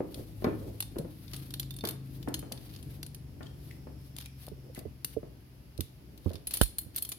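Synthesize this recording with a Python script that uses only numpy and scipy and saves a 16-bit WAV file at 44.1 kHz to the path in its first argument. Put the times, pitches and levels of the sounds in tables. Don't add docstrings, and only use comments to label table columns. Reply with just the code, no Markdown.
import sys
import numpy as np
from scipy import signal
from scipy.fft import rfft, irfft, next_fast_len
from scipy.io import wavfile
from scipy.ndimage import map_coordinates

SR = 44100
rng = np.random.default_rng(int(sys.argv[2]) if len(sys.argv) > 2 else 0)


def inscribe(sig):
    pcm = np.round(np.clip(np.atleast_2d(sig).T, -1, 1) * 32767)
    wavfile.write(sys.argv[1], SR, pcm.astype(np.int16))


N = 316638
T = np.arange(int(.4 * SR)) / SR

# (time [s], level [dB], brightness [dB])
KNOCKS = [(0.004, -28, -17), (0.421, -34, -11.5), (0.4435, -21, -4), (0.469, -24, -19), (0.958, -32.5, -12),
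          (0.988, -31.5, -28), (1.046, -37, -15), (1.331, -46, 0), (1.838, -26, -4.5), (2.2745, -27.5, -8),
          (2.426, -38.5, -6), (2.516, -35.5, -9.5), (3.407, -36.5, -5), (3.87, -38, -12.5),
          (4.775, -36, -13), (5.229, -37, -18), (6.306, -36.5, -14)]
# (frequency [Hz], level [dB])
WOOD_SPECTRUM = [(80, -8.5), (170, -1.5), (310, -0.5), (500, -5.5), (800, -10.5), (1300, -10.5),
                 (1900, -16.5), (2600, -22), (5000, -49)]
BOARD_DB, BOARD_HZ, BOARD_T60_S, KNOCK_PAN_DB = -6.5, 204, 0.063, 1.5
# (time [s], level [dB], pitch [Hz], t60 [s])
TAPS = [(.0055, -22, 514, 0.02), (0.9669, -25.5, 340, 0.042), (.995, -26, 161, 0.07),
        (1.052, -33.5, 328, 0.036), (2.277, -29, 225, 0.06), (2.2855, -25, 335, 0.04),
        (4.473, -43, 593, 0.0092), (4.481, -31, 590, 0.0089)]
# (frequency [Hz], t60 [s])
ROOM_DECAY = [(150, 0.47), (600, 0.36), (3000, 0.41), (8000, 0.35), (15000, 0.22)]

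# (time [s], cycle rate [Hz], level [dB], boom centre [Hz])
ENGINE_RUN = [(0, 27.02, -66, 110), (.5, 26.5, -54, 104), (1.05, 26.69, -57, 113), (1.35, 26.75, -53, 132),
              (2.2, 26.6, -51.5, 134), (2.55, 25.76, -59, 134.5), (2.85, 24, -55, 143),
              (3.6, 23.75, -57, 144), (4.3, 22.2, -58.5, 134), (5.2, 21.63, -62, 134.7),
              (7.18, 21.05, -69, 138)]
# (frequency [Hz], level [dB])
EXHAUST_SPECTRUM = [(42, -12), (54, -2.5), (70, 5), (82, -6.5), (95, -1.5), (110, -1), (122, 1.5),
                    (160, -8), (188, -6), (214, -15.5), (240, -9), (268, -10.5), (294, -8), (325, -20)]
BOOM_DB, BOOM_WIDTH_HZ = 9.5, 7.1
# (time [s], level [dB])
RUMBLE_LEVELS = [(0, -48), (1.3, -50.5), (2.6, -50.5), (3.6, -50), (4.3, -55.5), (5.6, -55), (7.18, -54)]
# (frequency [Hz], level [dB])
RUMBLE_SPECTRUM = [(30, -37), (55, 8), (90, -1), (140, 1.5), (200, -8.5), (300, -4.5), (450, -14.5),
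                   (800, -24.5), (1500, -41)]
# (frequency [Hz], level [dB])
HISS_SPECTRUM = [(350, -8), (600, -1), (1180, -5.5), (2950, -6), (3980, -10), (4900, -6), (8180, -24),
                 (10000, -10.5), (11300, -7.5), (15500, -14)]

# (time [s], level [dB], low ping [dB], sheen [dB], left minus right [dB])
CLICKS = [(0.143, -38, -3, -12, 2), (0.4425, -38.5, 10, 4, 5.5), (0.8036, -23.5, -11, -9, 0.5),
          (0.824, -32.5, -1, -7, 1), (0.9844, -36.5, -7, -6, 0), (1.2794, -50.5, 6, 2, 8),
          (1.3338, -35.5, 0, -18, 2), (1.3629, -37.5, -11, -17, 7), (1.5056, -41, -3, -7, 0),
          (1.5383, -32, -1.5, -9, 1.5), (1.5965, -27, -3.5, -4, -2), (1.629, -43.5, 1, -18, 8),
          (1.7067, -38, -2.5, -1.5, -4), (1.7393, -46, -7.5, -6, 2), (1.764, -41.5, -9, -6, 0),
          (1.7863, -42.5, -3, -8, -1), (1.808, -46.5, 4.5, -15, 0), (1.838, -43, -3, -8, 1),
          (1.851, -30, -2.5, -2, -2), (1.872, -32.5, -7, -11, 2), (1.8873, -28, -6, -4, 3),
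          (1.908, -35, -8, -3, -1), (2.227, -46, 6, 2, 2), (2.284, -43.5, -6.5, -11, 4),
          (2.3411, -28, -5.5, -9.5, 1.5), (2.391, -36.5, -12, -6, 3), (2.5206, -32, -5, -11, 2.5),
          (2.575, -46.5, 6, -10, -1), (2.7607, -45, 2, -13, 1), (2.8266, -46.5, -9.5, -19, 1),
          (3.029, -35.5, -1, -8, 2), (3.0635, -40, -10.5, -13, 2), (3.1459, -40.5, -4, -3, 0),
          (4.164, -37, -7, -12, 4), (4.1842, -35.5, -1, -6, 1), (4.209, -43, -6, -9, 4),
          (4.258, -43, 0, -11, 5), (4.466, -41, -5, 0, 3), (4.484, -45.5, -4, -9, 9),
          (4.7476, -42, -11, -16, 4), (4.7902, -39.5, -8, -9, 6), (5.0457, -24, -8.5, -4.5, 3.5),
          (5.777, -41, -8.5, -10, 6), (5.8066, -26, -7.5, -8, 2), (6.176, -48.5, 3, 4, 4),
          (6.3326, -46, -4, -7, 2), (6.354, -43.5, 7, -8, -2), (6.4703, -32, -11.5, -6, 3.5),
          (6.508, -36.5, -6, -12, 2), (6.5377, -25.5, -12, -7.5, 2.5), (6.559, -41, -6, -4, 4),
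          (6.57, -29.5, -10, -5, -2.5), (6.6131, -19.5, -7.5, -4.5, -0.5), (6.633, -25.5, -22, -5, 2),
          (6.7835, -24.5, -16, -1.5, 1), (6.961, -27.5, -13.5, -3, 2.5), (6.981, -30, -11, -5, 1),
          (7.0227, -26, -17, 1.5, 1.5), (7.0491, -35.5, -9.5, -13, 1.5), (7.0897, -33, -17, -5, 0),
          (7.1179, -32.5, -6, -7.5, 0.5)]
# (frequency [Hz], level [dB])
METAL_SPECTRUM = [(600, -4), (1500, -6.5), (3000, 0.5), (4400, 3), (6000, -4.5), (7800, -11), (10000, -1),
                  (13500, 3), (16000, -9.5)]
# (time [s], frame ring [dB], chatter stretch [ratio])
LOOSENESS = [(0, -30, 1.33), (1.848, -29, 1.42), (2.4, -30, 1.67), (4.5, -31, 0.95), (5.05, -41, 1.04),
             (5.9, -66, 0.96), (6.47, -20.5, 2.14), (6.6, -17, 1.64), (6.8, -26, 2.36), (6.96, -27, 1.9),
             (7.1, -25, 2.04)]
# (time [s], prong ring [dB])
PRONG_FREEDOM = [(.44, -26), (1.35, -20), (1.6, -22), (1.71, -4.5), (1.86, -6), (2.0, -20), (4.2, -22),
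                 (5.05, -36), (6.5, -19), (7.1, -17)]
# (frequency [Hz], level [dB], t60 [s])
FRAME_MODES = [(3050, -15, .14), (3460, -16, .22), (3580, -14, .3), (4255, -7, .3), (4330, -10, .24),
               (4430, -13, .17), (4985, -20, .25), (7004, -20, .35), (9570, -6, .25), (10280, -7, .38),
               (10700, -4, .33), (11815, -13, .2), (12370, -5, .18), (13545, -2, .18), (13955, -3, .16),
               (15430, -16, .2)]
# (frequency [Hz], level [dB], t60 [s])
PRONG_MODES = [(3577, 0, 0.065), (3640, -2, .05), (4400, -1.5, 0.031), (5020, -6, 0.032)]
# (time [s], frequency [Hz], level [dB])
PINGS = [(0.803, 9750, -31), (1.5384, 4380, -36.5), (1.5964, 12700, -32), (1.597, 13100, -32),
         (1.764, 9370, -41), (1.851, 3580, -40), (1.8873, 10400, -39), (1.8873, 12500, -32),
         (2.3411, 3090, -35), (2.3408, 4230, -32), (2.3411, 6470, -35), (5.0463, 6050, -38),
         (5.0455, 12150, -29), (5.8067, 13500, -34), (6.4703, 10700, -26), (6.5378, 10250, -30),
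         (6.7837, 4260, -37.5), (6.961, 13560, -27), (7.0225, 10740, -33)]
TYPICAL_CONTACT_DB, PRESS_DAMPING_DB_PER_DB = -35.5, 0.21
SKID_DB, SKID_DECAY_S, PING_T60_S = -21, .012, 0.026
SLIPS_PER_S, SLIP_DECAY_S = 330, 0.0024

# (centre [s], half length [s], level [dB])
SWISHES = [(.18, 0.09, -58), (0.425, 0.016, -62), (0.637, 0.34, -60.5), (1.24, 0.16, -60),
           (1.426, 0.095, -57.5), (2.144, 0.094, -59.5), (2.68, 0.17, -60.5), (2.92, 0.062, -57.5),
           (3.68, 0.088, -60), (4.058, 0.053, -60.5), (4.43, 0.054, -56.5), (4.775, .03, -54),
           (5.12, 0.037, -58), (6.266, .041, -62.5)]
# (frequency [Hz], level [dB])
LEATHER_SPECTRUM = [(1000, -6.5), (2500, -4), (4500, -2), (7500, -15), (10500, -0.5), (13000, 0.5),
                    (15500, -7.5)]
# (centre [s], half length [s], level [dB])
DRAGS = [(.19, 0.054, -42.5), (.68, 0.092, -43.5), (1.0, .025, -40.5), (4.59, .025, -55),
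         (4.675, 0.032, -54.5)]
# (frequency [Hz], level [dB])
DRAG_SPECTRUM = [(120, -0.5), (220, -5.5), (360, -0.5), (560, -7.5), (850, -21.5), (1600, -40)]
# (centre [s], half length [s], level [dB])
FINGER_RUB = (4.15, 0.77, -71.5)
# (frequency [Hz], level [dB])
SKIN_SPECTRUM = [(4500, -25), (5300, -2), (6300, -21)]

# (centre [s], half length [s], level [dB])
SCRAPES = [(1.354, 0.051, -50.5), (1.87, 0.022, -43), (2.735, 0.11, -58.5), (4.208, 0.047, -52.5),
           (6.314, 0.058, -56), (6.551, 0.047, -45), (6.632, 0.025, -38.5), (6.974, 0.021, -42),
           (7.112, 0.027, -55)]
SCRAPE_BODY_DB, THINNING_DB_PER_DB = -1.5, 0.29
# (centre [s], level [dB], pitch [Hz])
CREAKS = [(3.432, -53, 3400), (3.465, -53, 3150), (3.716, -46, 2040), (4.262, -49, 2370),
          (4.765, -48, 2020)]
# (frequency / pitch [ratio], level [dB])
CREAK_SPECTRUM = [(.6, -25), (.88, -9), (1, 5.5), (1.18, -10), (1.35, -3), (1.7, -12), (4, -19.5)]
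CREAK_HALF_S = 0.0066

# (time [s], level [dB], thud [dB], case pitch [Hz])
BUMPS = [(4.516, -31.5, -2.5, 415), (4.695, -39, -8, 502), (4.853, -26.5, -3.5, 419),
         (5.166, -17, -15, 445), (5.788, -21, -1, 324), (6.259, -17, 1, 339), (6.343, -39, 8, 343),
         (6.86, -43.5, 5.5, 350)]
# (frequency / case pitch [ratio], level [dB])
CASE_MODES = [(.68, -5.5), (1, 3), (1.3, -7.5)]
CASE_T60_S, FLESH_DAMPING = 0.04, 0.22
# (frequency [Hz], level [dB])
PUFF_SPECTRUM = [(60, -4), (140, 10), (450, 1), (700, -16), (1200, -24.5), (2200, -48)]
# (frequency [Hz], level [dB], t60 [s])
CLACK_MODES = [(690, -13, 0.014), (1540, -5.5, 0.032), (1705, -4.5, 0.017), (3040, -3.5, 0.025),
               (3660, -6, 0.013)]
LOW_CUT_HZ, HIGH_CUT_HZ = 37, 15900


def amp(db):
    return 10 ** (np.asarray(db) / 20)


def unit(x):
    return x / np.sqrt(np.mean(x ** 2) + 1e-20)


def along(points, hz):
    f, v = np.transpose(points)
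    return np.interp(np.log(hz + 1), np.log(f), v)


def curves(rows):
    s, *cols = np.transpose(rows)
    return [np.interp(np.arange(N) / SR, s, c) for c in cols]


def wobble(rate_hz):
    s = np.arange(0, N / SR, .002)
    smooth = map_coordinates(rng.standard_normal(4096), [s * rate_hz], mode="wrap")
    return np.interp(np.arange(N) / SR, s, smooth)


def filtered(x, gain):
    n = x.shape[-1]
    m = next_fast_len(n + 4096)
    return irfft(rfft(x, m) * gain(np.fft.rfftfreq(m, 1 / SR)), m)[..., :n]


def noise(spectrum, size, tilt=((1, 0), (2, 0))):
    def colour(hz):
        coherence = along([(130, 0.77), (300, 0.85), (700, 0)], hz)
        angle = np.arccos(coherence) / 2
        return amp(along(spectrum, hz) + along(tilt, hz)) * [np.cos(angle), np.sin(angle)]
    mid, side = filtered(rng.standard_normal((2, size)), colour)
    return unit(np.array([mid + side, mid - side]))


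def panned(db):
    return amp([[db / 2], [-db / 2]])


def ring(hz, t60_s, phase=0, t=T):
    return np.sin(2 * np.pi * hz * t + phase) * amp(-60 * t / t60_s)


def bank(modes):
    return np.array([amp(db) * ring(hz, t60_s) for hz, db, t60_s in modes])


def swell(centre, half_width, x):
    return np.exp(-((x - centre) / half_width) ** 2)


def add(track, s, sound):
    part = track[:, max(round(s * SR), 0):][:, :sound.shape[-1]]
    part += sound[:, :part.shape[1]]


def in_room(x, wet_db):
    hz, t, bins = signal.stft(noise([(1, 0), (2, 0)], len(T)), SR, nperseg=256)
    decay = amp(-60 * t / along(ROOM_DECAY, hz)[:, None])
    tail = signal.istft(bins * decay, SR, nperseg=256)[1][:, :len(T)]
    tail *= 1 - np.exp(-T / 0.0054)
    return x + amp(wet_db) * signal.oaconvolve(x, tail / np.linalg.norm(tail[0]), axes=1)[:, :N]


def knocks():
    out, t = np.zeros((2, N)), T[:4096]
    envelope = (1 - np.exp(-(t / 0.00056) ** 2)) * amp(-60 * t / 0.06)
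    board = amp(BOARD_DB) * ring(BOARD_HZ, BOARD_T60_S, t=t)
    for s, db, bright_db in KNOCKS:
        blow = noise(WOOD_SPECTRUM, len(t), tilt=[(600, 0), (1400, bright_db)])
        add(out, s, amp(db) * panned(KNOCK_PAN_DB) * (blow * envelope + board))
    return in_room(out, wet_db=-2.5)


def taps():
    out = np.zeros((2, N))
    for s, db, hz, t60_s in TAPS:
        add(out, s, amp(db) * panned(KNOCK_PAN_DB) * ring(hz, t60_s))
    return in_room(out, wet_db=-12)


def engine(top_harmonic):
    step = 16
    cycle_hz, level_db, boom_hz = np.array(curves(ENGINE_RUN))[:, ::step]
    cycle_hz = cycle_hz + 0.068 * wobble(12)[::step]
    phase = 2 * np.pi * np.cumsum(cycle_hz) * step / SR
    drone = np.zeros(len(phase))
    for k in range(2, top_harmonic + 1):
        boom_db = BOOM_DB * swell(boom_hz, BOOM_WIDTH_HZ, k * cycle_hz)
        db = level_db + along(EXHAUST_SPECTRUM, k * cycle_hz) + boom_db + 1.48 * wobble(10)[::step]
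        drone += amp(db) * unit(np.sin(k * phase + 2 * np.pi * rng.random()))
    return np.interp(np.arange(N) / step, np.arange(len(drone)), drone)


def background():
    rumble_db, = curves(RUMBLE_LEVELS)
    rumble = amp(rumble_db + 1.53 * wobble(4.41)) * noise(RUMBLE_SPECTRUM, N)
    return (engine(top_harmonic=13) + rumble) * panned(2.5) + amp(-64.5) * noise(HISS_SPECTRUM, N)


def grit(size):
    slips = (rng.random(size) < SLIPS_PER_S / SR) * rng.uniform(0.17, 1, size)
    return unit(signal.lfilter([1], [1, -np.exp(-1 / (SLIP_DECAY_S * SR))], slips))


def gripped(modes, detune):
    return bank([(hz * (1 + detune * rng.standard_normal()), db, t60_s) for hz, db, t60_s in modes])


def struck(rows, scatter_db):
    shape = (2, len(rows))
    return (amp(rng.normal(0, scatter_db, shape)) * rng.choice([-1, 1], shape)) @ rows


def ping_cluster(tilt, t, t60_s, count):
    hz = rng.uniform(2500, 15500, (count, 1))
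    waves = amp(along(METAL_SPECTRUM, hz) + along(tilt, hz)) * np.sin(2 * np.pi * hz * t)
    return unit(struck(waves, scatter_db=3.5)) * amp(-60 * t / t60_s)


def buckle():
    out, t = np.zeros((2, N)), T[:3072]
    loose_s, free_db, stretches = np.transpose(LOOSENESS)
    finger_damping = 1 + 3 * np.exp(-T / 0.0066)
    for s, db, low_db, sheen_db, pan_db in CLICKS:
        stretch = np.interp(s, loose_s, stretches)
        pressed_db = PRESS_DAMPING_DB_PER_DB * (db - TYPICAL_CONTACT_DB)
        frame_db = np.interp(s, loose_s, free_db) - pressed_db
        prong_db = np.interp(s, *np.transpose(PRONG_FREEDOM)) + low_db - pressed_db
        tilt = [(5500, low_db), (8500, 0), (10500, 0), (12500, sheen_db)]
        snap = 0.59 * np.exp(-t / 0.00047)
        chatter = (snap + np.exp(-(t / (0.0036 * stretch)) ** 2)) * (1 - np.exp(-t / 0.00061))
        skid = amp(SKID_DB) * stretch * np.exp(-t / (SKID_DECAY_S * stretch)) * grit(len(t))
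        crack = 0.71 * noise(METAL_SPECTRUM, len(t), tilt) * (chatter + skid)
        crack += .6 * ping_cluster(tilt, t, t60_s=0.023 * stretch, count=20)
        prong = struck(gripped(PRONG_MODES, detune=0.011), scatter_db=3.5)
        frame = struck(gripped(FRAME_MODES, detune=0.0018), scatter_db=5) * finger_damping
        tones = amp(frame_db) * frame + amp(prong_db) * prong
        for sound in (crack, tones):
            add(out, s + .0005, amp(db) * panned(pan_db) * sound)
    for s, hz, db in PINGS:
        t60_s = PING_T60_S * np.interp(s, loose_s, stretches)
        add(out, s + .0005, amp(db) * ring(hz, t60_s, phase=rng.uniform(0, 2 * np.pi, (2, 1))))
    return in_room(out, wet_db=-13.5)


def strokes(rows):
    t = np.arange(0, N / SR, .001)
    envelope = sum(amp(db) * swell(s, half_s, t) for s, half_s, db in rows)
    return np.interp(np.arange(N) / SR, t, envelope)


def strap():
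    swish = strokes(SWISHES) * amp(2.2 * wobble(65)) * noise(LEATHER_SPECTRUM, N) * panned(2.8)
    rub = strokes([FINGER_RUB]) * amp(2.4 * wobble(10)) * noise(SKIN_SPECTRUM, N)
    drag = strokes(DRAGS) * amp(2.8 * wobble(45)) * noise(DRAG_SPECTRUM, N)
    return swish + rub + drag


def scrapes():
    out, mid_s = np.zeros((2, N)), T.mean()
    for s, half_s, db in SCRAPES:
        body_db = SCRAPE_BODY_DB - THINNING_DB_PER_DB * (db - TYPICAL_CONTACT_DB)
        slips = amp(db) * swell(mid_s, half_s, T) * grit(len(T))
        add(out, s - mid_s, slips * noise(METAL_SPECTRUM, len(T), tilt=[(4500, body_db), (9000, 0)]))
    return out


def creaks():
    out, mid_s = np.zeros((2, N)), T.mean()
    for s, db, hz in CREAKS:
        body = noise([(hz * ratio, level_db) for ratio, level_db in CREAK_SPECTRUM], len(T))
        add(out, s - mid_s, amp(db) * swell(mid_s, CREAK_HALF_S, T) * grit(len(T)) * body)
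    return in_room(out, wet_db=-7)


def bumps():
    out = np.zeros((2, N))
    attack = 1 - np.exp(-(T / 0.0021) ** 2)
    thud = ring(hz=87, t60_s=0.15)
    for s, db, thud_db, case_hz in BUMPS:
        t60_s = CASE_T60_S * amp(-FLESH_DAMPING * thud_db)
        case = sum(amp(mode_db) * ring(case_hz * ratio, t60_s) for ratio, mode_db in CASE_MODES)
        puff = .5 * noise(PUFF_SPECTRUM, len(T)) * amp(-60 * T / 0.11)
        add(out, s, amp(db) * amp([[-14], [0]]) * (case + amp(thud_db) * (thud + puff)) * attack)
    return out


def jolt(s, db):
    out = np.zeros((2, N))
    shove = 2.5 * np.exp(-T / 0.002)
    push_ring = (ring(hz=49, t60_s=0.11, phase=np.pi / 8) - shove) * (1 - np.exp(-T / 0.00027))
    clack = bank(CLACK_MODES).sum(axis=0) + .5 * noise(WOOD_SPECTRUM, len(T)) * amp(-60 * T / 0.04)
    add(out, s, amp(db) * (amp([[-26], [0]]) * push_ring + amp([[-21.5], [-9.5]]) * clack))
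    return out


def scene():
    metal = buckle() + scrapes()
    impacts = knocks() + taps() + bumps() + jolt(s=6.6137, db=-7)
    return metal + impacts + strap() + creaks() + background()


def record(dry):
    lean = signal.sosfilt(signal.butter(2, LOW_CUT_HZ, "high", fs=SR, output="sos"), dry)
    return filtered(lean, lambda hz: 1 / np.sqrt(1 + (hz / HIGH_CUT_HZ) ** 100))


dry = scene()
out = record(dry)
inscribe(out)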